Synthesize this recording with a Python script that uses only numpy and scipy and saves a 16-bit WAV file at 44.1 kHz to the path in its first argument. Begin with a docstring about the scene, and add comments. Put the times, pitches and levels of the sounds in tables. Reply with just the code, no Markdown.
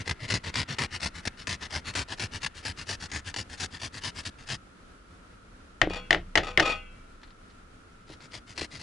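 """Outdoors at a wooden table, microphone close, the work a little to the left. A lump of root is rubbed up
and down a plastic-framed steel grater over a plate: fine teeth snap its fibres, the sheet rings, the frame
purrs. The grater is knocked four times to shake the shreds off: the plate hops, the table sways, and loose
metalware rattles and rings. Then the grating starts again, gently at first. Behind it all lie a quiet
rumble of open air and a steady whirr."""
import sys
import numpy as np
from scipy import signal
from scipy.fft import rfft, irfft, next_fast_len
from scipy.io import wavfile
from scipy.ndimage import map_coordinates

SR = 44100
rng = np.random.default_rng(int(sys.argv[2]) if len(sys.argv) > 2 else 0)


def put_to_file(sound):
    """Save the sound as 16-bit audio at rate SR, in the file named by the first command-line argument."""
    columns = np.atleast_2d(sound).T  # one column per channel
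    safe = np.clip(columns, -1, 1)
    whole_steps = np.round(safe * 32767)
    wavfile.write(sys.argv[1], SR, whole_steps.astype(np.int16))


N = 388962

# each up-and-down of the hand, a light return and then a cutting push:
# (return peak [s], return level [dB], bite [s], push length [s], push level [dB], catch [0-1])
HAND_STROKES = [(-0.002, -37, 0.076, 0.06, -32, 0.13), (0.239, -39.5, 0.302, 0.087, -27.5, 0.3),
                (0.477, -36.5, 0.554, 0.091, -29.5, 0.43), (0.721, -36, 0.784, 0.0869, -29, 0.82),
                (0.95, -39, 1.026, .067, -29.5, 0.03), (1.182, -43, 1.252, .036, -32.5, 0.81),
                (1.413, -46, 1.470, 0.096, -30, 0.97), (1.643, -41, 1.724, 0.085, -32.5, 0.02),
                (1.887, -35, 1.951, 0.092, -29, 0.54), (2.123, -38, 2.196, 0.08, -29.5, .5),
                (2.358, -37.5, 2.431, .052, -32, 0.06), (2.587, -45.5, 2.652, 0.076, -32, 0.36),
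                (2.809, -40.5, 2.884, 0.079, -32.5, 0.08), (3.04, -38.5, 3.115, 0.0945, -33.5, 0.73),
                (3.286, -39.5, 3.361, 0.075, -33.5, .8), (3.533, -42.5, 3.599, 0.073, -33.5, 0.14),
                (3.752, -45.5, 3.816, 0.075, -35.5, 0.15), (3.967, -42, 4.035, 0.076, -34.5, 0.17),
                (4.191, -41, 4.252, 0.049, -36, 0.53), (4.417, -52.5, 4.488, 0.082, -35.5, 0.16),
                (8.021, -73, 8.092, 0.072, -50, 0.1), (8.242, -52.5, 8.333, 0.065, -42.5, 0.07),
                (8.509, -48, 8.577, 0.092, -35, 0.33), (8.749, -43, 8.795, .06, -43.5, .2)]
# the lump jams on a row of teeth and tears free: (time [s], level [dB])
JAMS = [(0.094, -20), (0.11, -16.5), (0.339, -15), (0.5402, -24), (1.017, -25), (1.059, -20), (1.273, -14),
        (1.491, -22), (1.937, -35), (2.462, -19), (3.3403, -18.5), (8.6107, -22)]
# how the grater is held: (time [s], tilt [0-1], coupling to the plate [dB], thud [dB], treble [dB])
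GRATER_POSE = [(.55, 0, -1, 5, -3), (1.1, 0.2, -26, 1, -0.5), (2.2, 1, -16, 0.5, -2.5),
               (2.7, 0.92, -18, 0, 1.5), (3.3, 1, -16, -0.5, 0.5), (4.501, 0.98, -12, 1, 1),
               (8.3, 0, 3, -2.5, -0.5)]
# the frame hits and bounces: (time [s], level [dB], edge at 5 kHz [dB])
FRAME_HITS = [(5.816, -1.5, -6), (6.1074, -2.5, -2.5), (6.1284, -6, -1), (6.147, -11.5, -8.5),
              (6.355, -4, 2), (6.359, -12.5, -8), (6.3753, -5, -2), (6.382, -11.5, 1), (6.5751, 0, -5),
              (6.5978, -7.5, 3.5), (6.6017, -7, 1.5)]
# the plate bumps on the wood, dropping back after a knock or pressed by the grater while grating: (time [s],
# level [dB])
PLATE_BUMPS = [(5.837, -26), (5.8735, -15.5), (5.907, -22.5), (6.39, -19), (6.584, -18), (6.6237, -19.5),
               (8.1, -36), (8.113, -39), (8.585, -33), (8.618, -24)]
# loose metal chatters: (time [s], buzz level [dB], ring level [dB], favoured pitch [Hz])
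METAL_FLURRIES = [(5.897, -38, -36.5, 2700), (5.933, -32.5, -43, 2650), (5.957, -36, -34.5, 3450),
                  (6.432, -34.5, -41, 1310), (6.466, -32.5, -34.5, 1270), (6.497, -41, -48, 1328),
                  (6.622, -29.5, -26.5, 1200), (6.652, -27.5, -26, 2450), (6.675, -27, -29, 1220),
                  (6.692, -30, -28.5, 2450), (6.716, -34, -34.5, 1220)]
# the hand shifts its grip: (time [s], length [s], level [dB])
GRIP_SHIFTS = [(5.13, 0.1, -51), (6.982, 0.04, -54)]
# wet shreds are touched and dropped: (time [s], level [dB])
SHRED_TOUCHES = [(0.66, -62), (4.75, -68), (7.216, -56), (7.232, -46), (7.276, -56), (7.306, -56),
                 (7.5, -54), (8.133, -54), (8.205, -48.5)]

# modes of the struck frame and of the metal's buzzing contact: (frequency [Hz], width [Hz], level [dB])
FRAME_MODES = [(312, 25, -7), (487, 28, -4), (700, 65, 1.5), (760, 32, -1), (874, 37, -0.5), (1117, 66, -5),
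               (1400, 450, -2), (1840, 140, 6), (2030, 180, -1), (2870, 290, -3), (3760, 320, -25),
               (5000, 590, -19)]
BUZZ_MODES = [(493, 990, -0.5), (1240, 105, 1), (1890, 190, 2), (2540, 830, -2), (3470, 330, -3.5),
              (4600, 220, -5), (5560, 280, -9), (6960, 260, -12), (8220, 170, -18), (10200, 190, -24)]
# modes of the metalware: (frequency [Hz], level [dB], t60 [s])
METAL_MODES = [(497.6, -0.5, 0.35), (631, -5, 0.29), (805, 2, 0.21), (1047, -6.5, .3), (1220, -0.5, 0.15),
               (1270, 0.5, 0.23), (1500, -13, 0.58), (2040, -13.5, 0.51), (2290, -13, 0.6), (2460, 3, 0.18),
               (2510, -6.5, 0.3), (2606, -15, 0.62), (2793, -13, 0.62), (3200, -23, 0.76),
               (3360, -4.5, 0.27), (3720, -28, 0.27), (4330, -7.5, 0.2), (4460, -20, .15), (7100, -19, .12)]
# how the knocked table dies away: (frequency [Hz], t60 [s])
TABLE_DECAY = [(200, 0.22), (700, 0.15), (2000, 0.16), (5000, 0.16), (10000, 0.078)]
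# torn fibres, flexing frame, knocked table, bumped plate, open air: (frequency [Hz], level [dB])
RASP_SPECTRUM = [(150, -25), (250, -2.5), (482, -10), (886, -4.5), (976, -1.5), (1110, -5), (1410, -4),
                 (1790, -1), (2430, -6), (2810, -4.5), (3750, -6.5), (4920, -5), (5870, -10),
                 (10600, -22.5), (11500, -30.5), (15000, -64), (22000, -120)]
THUD_SPECTRUM = [(25, -27), (50, -22), (75, -3), (100, -1.5), (140, -2), (220, -5.5), (320, -12),
                 (600, -27), (2000, -81)]
CLATTER_SPECTRUM = [(88, -10.5), (150, -3), (232, -39), (310, 4), (430, -5.5), (728, 0.5), (973, -16.5),
                    (1980, -5.5), (2410, -14), (3060, -11), (4390, -21.5), (5360, -23.5), (11500, -20),
                    (15000, -80), (22000, -120)]
PLATE_BUMP_SPECTRUM = [(60, 0), (200, -14.5), (340, 4.5), (600, -3), (1000, -17.5), (2000, -28.5), (8000, -62)]
AIR_SPECTRUM = [(12, -36), (20, 3), (122, -6.5), (143, -17), (182, -5), (213, -10.5), (243, -7), (301, -11),
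                (499, -14.5), (872, -21.5), (1300, -17), (1700, -19), (2040, -22.5), (10600, -37.5),
                (11500, -38.5), (15000, -74), (22000, -120)]
# where the work sits at the microphone: (frequency [Hz], left minus right [dB])
LEFT_BIAS = [(110, -0.5), (300, 0.6), (550, 1), (1100, 3), (2000, 4.5), (4000, 4.5), (8000, 3), (11500, 1)]
# left-right likeness of close and distant sound: (frequency [Hz], coherence [clipped to 0-1 in use])
CLOSE_COHERENCE = [(150, 1), (500, 0.89), (1200, 0.37), (2000, 0.89), (4000, 0.95), (11000, 0.74)]
DISTANT_COHERENCE = [(60, 1), (170, 0.9), (500, 0.2), (1420, -1.2), (4090, -0.78), (11800, 0.29)]

GRAZE_S, RETURN_RISE_S, RETURN_FALL_S = 0.0276, 0.048, 0.037


def grating():
    """Close up, snapping fibres excite the steel sheet; passing rows of teeth make the frame purr."""
    force, thud, treble, speed = hand_pressure(push_lag_s=0.011, return_lag_s=0.0027)
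    pose_s, *pose = np.transpose(GRATER_POSE)
    tilt, coupling_db, thud_db, treble_db = [np.interp(clock(), pose_s, column) for column in pose]
    thud, treble = thud * amp(thud_db), treble * amp(treble_db)
    rows = tooth_rows(speed, hz=102.9, unsteady=0.0977)
    force = force + amp(np.interp(clock(), [1.1, 4.55, 4.6], [-56, -62, -100]))  # touch between strokes
    sliding, tear = snagging(stick_s=0.0086, hush=0.78, t60=0.027)
    cutting = sliding * teeth(per_s=125, jitter=0.4, scatter_db=3, t60=0.049, depth=1.5)
    cutting *= 1 + 0.095 * rows
    grain = spread(fibres(per_s=5500, scatter_db=3, hiss=0.84), RASP_SPECTRUM, CLOSE_COHERENCE)
    dull = filtered(grain, lambda f: 1 / (1 + (f / 3600) ** 4))
    burst = amp(-10) * tear
    rasp = dull * (amp(-1.14) * force * cutting + burst)
    rasp += (grain - dull) * (amp(3.5) * treble * cutting + burst)
    mode = lambda hz, width, db: filtered(rasp, lambda f: amp(db) * resonance(f, hz, width))
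    # the sheet's main resonance sinks as the grater is tilted
    ring = (1 - tilt) * mode(hz=2070, width=260, db=3) + tilt * mode(hz=1720, width=176, db=-3)
    ring += mode(hz=2710, width=270, db=-10.5) + (1 - tilt) * mode(hz=4170, width=580, db=-11)
    plate = mode(hz=250, width=60, db=-5.5) + mode(hz=460, width=61, db=3.5)
    plate += mode(hz=607, width=100, db=-3)
    flex = spread(rng.standard_normal((2, N)), THUD_SPECTRUM, [(100, 0.98)])
    frame = thud * (amp(-1.5) * unit(rows) + amp(-5) * flex) + amp(-26.5) * tear * flex
    return amp(-1.33) * (steel_sheet(rasp, t60=0.024, db=-5.5) + ring + amp(coupling_db) * plate) + frame


def hand_pressure(push_lag_s, return_lag_s, slowest=0.57, variety=0.25):
    """Rasp, thud and treble strength, and hand speed; the frame flexes a moment after each stroke."""
    t, speed = clock(), np.full(N, slowest)
    rasp, thud, treble = np.zeros((3, N))
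    for return_s, return_db, bite_s, length, push_db, catch in HAND_STROKES:
        near = slice(max(int(bite_s * SR) - SR // 5, 0), int(bite_s * SR) + SR // 5)
        return_t, push_t = t[near] - return_s, t[near] - bite_s
        back = return_db, -0.5, return_swell(return_t), return_swell(return_t - return_lag_s)
        down = push_db, 0, push_swell(push_t, length, catch), push_swell(push_t - push_lag_s, length, catch)
        for db, treble_db, force, flex in (back, down):
            rasp[near] += amp(db) * force
            thud[near] += amp(-39.5 + 0.74 * (db + 34)) * flex  # grows more slowly than the rasp
            treble[near] += amp(db + treble_db) * force
            speed[near] += (np.exp(variety * rng.standard_normal()) - slowest) * force
    return rasp, thud, treble, speed


def push_swell(t, length, catch, attack_s=0.0011):
    """A push grazes, bites at t = 0, swells and lets go; the harder it catches, the less it grazes."""
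    graze = 0.559 * (1 - catch)
    return np.interp(t, [-GRAZE_S, 0, attack_s, 0.42 * length, length], [0, graze, 0.64, 1, 0])


def return_swell(t):
    """A return only swells and eases, peaking at t = 0."""
    return np.sin(np.pi / 2 * np.interp(t, [-RETURN_RISE_S, 0, RETURN_FALL_S], [0, 1, 0])) ** 1.2


def fibres(per_s, scatter_db, hiss):
    """Tiny snaps of breaking fibres on a bed of sliding friction."""
    snaps = (rng.random(N) < per_s / SR) * amp(scatter_db * rng.standard_normal(N).clip(-2, 2))
    return unit(snaps * rng.standard_normal((2, N))) + hiss * rng.standard_normal((2, N))


def teeth(per_s, jitter, scatter_db, t60, depth):
    """Tooth after tooth bites at an uneven rate, each a short surge of cutting."""
    gaps, sizes = rng.standard_normal((4000, 2)).T
    onsets = (np.cumsum(np.exp(jitter * gaps)) / per_s * SR).astype(int)
    bites = np.bincount(onsets, amp(scatter_db * sizes.clip(-2, 2)), N)[:N]
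    surge = signal.fftconvolve(bites, fade(clock()[:SR // 10], t60))[:N]
    return unit(1 + depth * unit(surge))


def tooth_rows(speed, hz, unsteady):
    """One uneven push for every row of teeth that the lump crosses."""
    rate = hz * speed * np.exp(unsteady * wobble(90))
    return np.sin(2 * np.pi * np.cumsum(rate) / SR) * amp(1.9 * wobble(76))


def snagging(stick_s, hush, t60, tear_db=10.5):
    """The rasp dips while the lump sticks, then bursts as it tears free: at each bite and each jam."""
    t, sliding, tear = clock()[:SR // 10], np.ones(N), np.zeros(N)
    dip = np.abs(np.sin(np.pi * np.minimum(t / stick_s, 1))) ** 0.5
    bites = [(s, catch, catch * amp(db + tear_db)) for _, _, s, _, db, catch in HAND_STROKES]
    for s, catch, size in bites + [(s, 1, amp(db)) for s, db in JAMS]:
        add(sliding, s - stick_s, -hush * catch ** 0.15 * dip)
        add(tear, s + 0.001, size * fade(t, t60) * rise(t, 0.0002))
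    return sliding, tear


def steel_sheet(rasp, t60, db):
    """The sheet's many close modes colour the rasp; the moving lump retunes them for every stroke."""
    out, t = rasp.copy(), clock()[:SR // 20]
    turns = [(return_s - RETURN_RISE_S, bite_s - GRAZE_S) for return_s, _, bite_s, *_ in HAND_STROKES]
    edges = np.unique(np.append(np.maximum(turns, 0), [0, N / SR]))
    for start, end in zip(edges, edges[1:]):
        modes = rng.standard_normal(len(t)) * fade(t, t60)
        stroke = rasp[:, round(start * SR):round(end * SR)]
        add(out, start, signal.fftconvolve(stroke, amp(db) * modes[None] / np.linalg.norm(modes), axes=1))
    return out / np.hypot(1, amp(db))


def knocks():
    """Each contact cracks, rings the plastic frame and stirs the table."""
    out, t = np.zeros((2, N)), clock()[:SR // 5]
    for s, db, edge_db in FRAME_HITS:
        chance = rng.standard_normal((len(FRAME_MODES), 2))
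        modes = lambda f: sum(amp(level + stray_db) * resonance(f, hz * (1 + 0.0033 * detune), width)
                              for (hz, width, level), (stray_db, detune) in zip(FRAME_MODES, chance))
        ring = unit(filtered(1.0 * (t == 0), modes))
        # waves run to and fro in the frame, so each clack lasts some milliseconds
        scatter = rng.standard_normal((2, len(t))) * fade(t, 0.019)
        echoes = unit(signal.fftconvolve(scatter + 0.57 * scatter.sum(0), ring[None], axes=1)[:, :len(t)])
        direct = filtered(ring, lambda f: 1 / (1 + 1j * f / 5500) ** 2)  # soft plastic rounds the blow
        stir = table_clatter()[:, :len(t)] * rise(t, 0.0043)
        blow = amp(-26.5) * echoes - amp(-30) * direct + amp(-17.5) * stir
        contact = [(2500, 0), (5000, edge_db), (7000, edge_db - 7), (9000, edge_db - 16.5)]
        add(out, s, amp(db) * filtered(blow, lambda f: amp(along(contact, f))))
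    return out


def table_clatter():
    """Dense wood and plate modes, each band dying at its own speed."""
    noise = spread(rng.standard_normal((2, 16384)), CLATTER_SPECTRUM, CLOSE_COHERENCE)
    hz, t, bands = signal.stft(noise, SR, nperseg=128)
    return signal.istft(bands * fade(t, along(TABLE_DECAY, hz)[:, None]), SR, nperseg=128)[1]


def plate_bumps():
    """The plate bumps on the wood with a short low ring."""
    out, bump = np.zeros(N), np.pad(click(PLATE_BUMP_SPECTRUM), (0, SR // 8))
    thump = filtered(bump, lambda f: 1 + 1.55 * resonance(f, hz=309, width=14))
    for s, db in PLATE_BUMPS:
        add(out, s, -amp(db) * thump / np.abs(thump).max())
    return out


def metal_rattles(taps_per_s=600):
    """Loose metal buzzes in short flurries of tiny taps, each flurry pumping up its ringing modes."""
    out, t = np.zeros((2, N)), clock()[:SR * 3 // 4]
    hz, level, t60 = np.transpose(METAL_MODES)[:, :, None]
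    contact = lambda f: sum(amp(db) * resonance(f, centre, width) ** 2 for centre, width, db in BUZZ_MODES)
    for s, buzz_db, ring_db, favoured_hz in METAL_FLURRIES:
        emphasis_db = -9 * np.tanh(3.1 * np.abs(np.log2(hz / favoured_hz)))
        strength = amp(level + emphasis_db + 0.71 * rng.standard_normal(hz.shape))
        phase = 2 * np.pi * rng.random(hz.shape) + 0.49 * rng.standard_normal((2, *hz.shape))
        detuned = hz * (1 + 0.00193 * rng.standard_normal(hz.shape))
        ring = np.sum(strength * np.sin(2 * np.pi * detuned * t + phase) * fade(t, t60), axis=1)
        # countless weaker modes blur into a shimmer
        shimmer = noise_band((2, len(t)), hz=2700, width=820, order=3) * fade(t, 0.42)
        ring = (ring + amp(-22) * shimmer) * rise(t, 0.0092)
        taps = (rng.random(len(t)) < taps_per_s / SR) * (1 + 0.31 * rng.standard_normal((2, len(t))))
        buzz = unit(filtered(taps, contact)) * fade(t, 0.15) * rise(t, 0.0016)
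        add(out, s, amp(ring_db + 3) * ring + amp(buzz_db + 1.5) * buzz)
    return out


def table_sway(hz, t60, db, rumble_db):
    """The table rocks and its boards rumble after each knock."""
    out, t = np.zeros(N), clock()[:2 * SR]
    boards = lambda f: resonance(f, hz=74.6, width=39) ** 2 + 1.03 * resonance(f, hz=178.4, width=23) ** 2
    rocking = amp(db) * np.sin(2 * np.pi * hz * t) * fade(t, t60)
    times = np.array(FRAME_HITS)[:, 0]
    for s in times[np.diff(times, prepend=0) > 0.1]:  # the first contact of each knock
        out[round(s * SR):] *= fade(clock()[:N - round(s * SR)], 0.1)  # it stops the old motion
        rumble = unit(filtered(rng.standard_normal(len(t)), boards)) * fade(t, 0.83)
        add(out, s, rocking + amp(rumble_db) * rumble)
    return out


def handling():
    """Soft bumps of the grip and faint crackles of wet shreds, close to the microphone."""
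    t, touch = clock(), np.zeros(N)
    grip = sum(amp(db) * np.exp(-(2 * (t - s) / length) ** 2) for s, length, db in GRIP_SHIFTS)
    for s, db in SHRED_TOUCHES:
        add(touch, s, amp(db) * fade(t[:SR // 4], t60=0.077))
    crackle = spread(fibres(per_s=2700, scatter_db=-2, hiss=0.65), RASP_SPECTRUM, CLOSE_COHERENCE)
    crackle = filtered(crackle, lambda f: 1 / (1 + (f / 5000) ** 4) + resonance(f, hz=4050, width=400))
    return grip * noise_band(N, hz=69.6, width=33) + touch * unit(crackle)


def yard():
    """Farther off, a quiet outdoor rumble and a steady narrow whirr."""
    air = spread(rng.standard_normal((2, N)), AIR_SPECTRUM, DISTANT_COHERENCE)
    air *= amp(-52.5 + 1.14 * wobble(15))
    return air + amp(-61) * noise_band((2, N), hz=1344, width=210, order=2)


def amp(db):
    """Decibels to gain."""
    return 10 ** (np.asarray(db) / 20)


def unit(x):
    """Scale to rms 1."""
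    return x / np.sqrt(np.mean(x ** 2) + 1e-20)


def clock():
    """The time of every sample."""
    return np.arange(N) / SR


def along(points, hz):
    """(frequency [Hz], value) points read on a log axis."""
    f, values = np.transpose(points)
    return np.interp(np.log(hz + 1), np.log(f + 1), values)


def filtered(x, response):
    """Shape x by a frequency response."""
    n = x.shape[-1]
    padded = next_fast_len(n + SR // 4)
    return irfft(rfft(x, padded) * response(np.fft.rfftfreq(padded, 1 / SR)), padded)[..., :n]


def resonance(f, hz, width):
    """Causal response of one damped mode."""
    return 1j * f * width / (hz * hz - f * f + 1j * f * width)


def noise_band(shape, hz, width, order=1):
    """Noise through a resonance, at rms 1."""
    return unit(filtered(rng.standard_normal(shape), lambda f: resonance(f, hz, width) ** order))


def click(spectrum, size=2048):
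    """The shortest causal pulse that has this spectrum."""
    cepstrum = irfft(along(spectrum, np.fft.rfftfreq(size, 1 / SR)) * np.log(10) / 20)
    fold = 1 + np.sign(size / 2 - np.arange(size))
    fold[0] = 1
    return irfft(np.exp(rfft(cepstrum * fold)))


def rise(t, attack_s):
    """Exponential onset from 0 to 1."""
    return 1 - np.exp(-t / attack_s)


def fade(t, t60):
    """Exponential decay that starts at t = 0."""
    return (t >= 0) * np.exp(-np.log(1000) * np.abs(t) / t60)


def wobble(per_s):
    """A smooth random curve with per_s knots a second."""
    knots = rng.standard_normal(int(N * per_s / SR) + 4)
    return map_coordinates(knots, [np.arange(N) * per_s / SR], order=2)


def add(track, s, sound):
    """Mix a sound into a track at time s."""
    part = track[..., round(s * SR):][..., :sound.shape[-1]]
    part += sound[..., :part.shape[-1]]


def spread(pair, spectrum, coherence):
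    """Two unrelated signals become a coloured, partly coherent stereo pair of rms 1."""
    turn = lambda f: np.arccos(np.clip(along(coherence, f), 0, 1)) / 2
    shares = lambda f: np.array([np.cos(turn(f)), np.sin(turn(f))])
    mid, side = filtered(pair, lambda f: amp(along(spectrum, f)) * shares(f))
    return unit(np.array([mid + side, mid - side]))


def scene():
    """The work goes on close by, a little left of the microphone, with the yard behind."""
    work = grating() + handling() + knocks() + plate_bumps() + metal_rattles()
    work += table_sway(hz=27.8, t60=1.84, db=-36.5, rumble_db=-38)
    return filtered(work, lambda f: amp(np.array([[0.5], [-0.5]]) * along(LEFT_BIAS, f))) + yard()


def record(dry, ceiling=0.75, top_hz=11200):
    """The camera microphone rounds off the loudest peaks and keeps nothing above its band limit."""
    rounded = dry / (1 + (dry / ceiling) ** 4) ** (1 / 4)
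    return filtered(rounded, lambda f: 1 / (1 + (f / top_hz) ** 120))


dry = scene()
out = record(dry)
put_to_file(out)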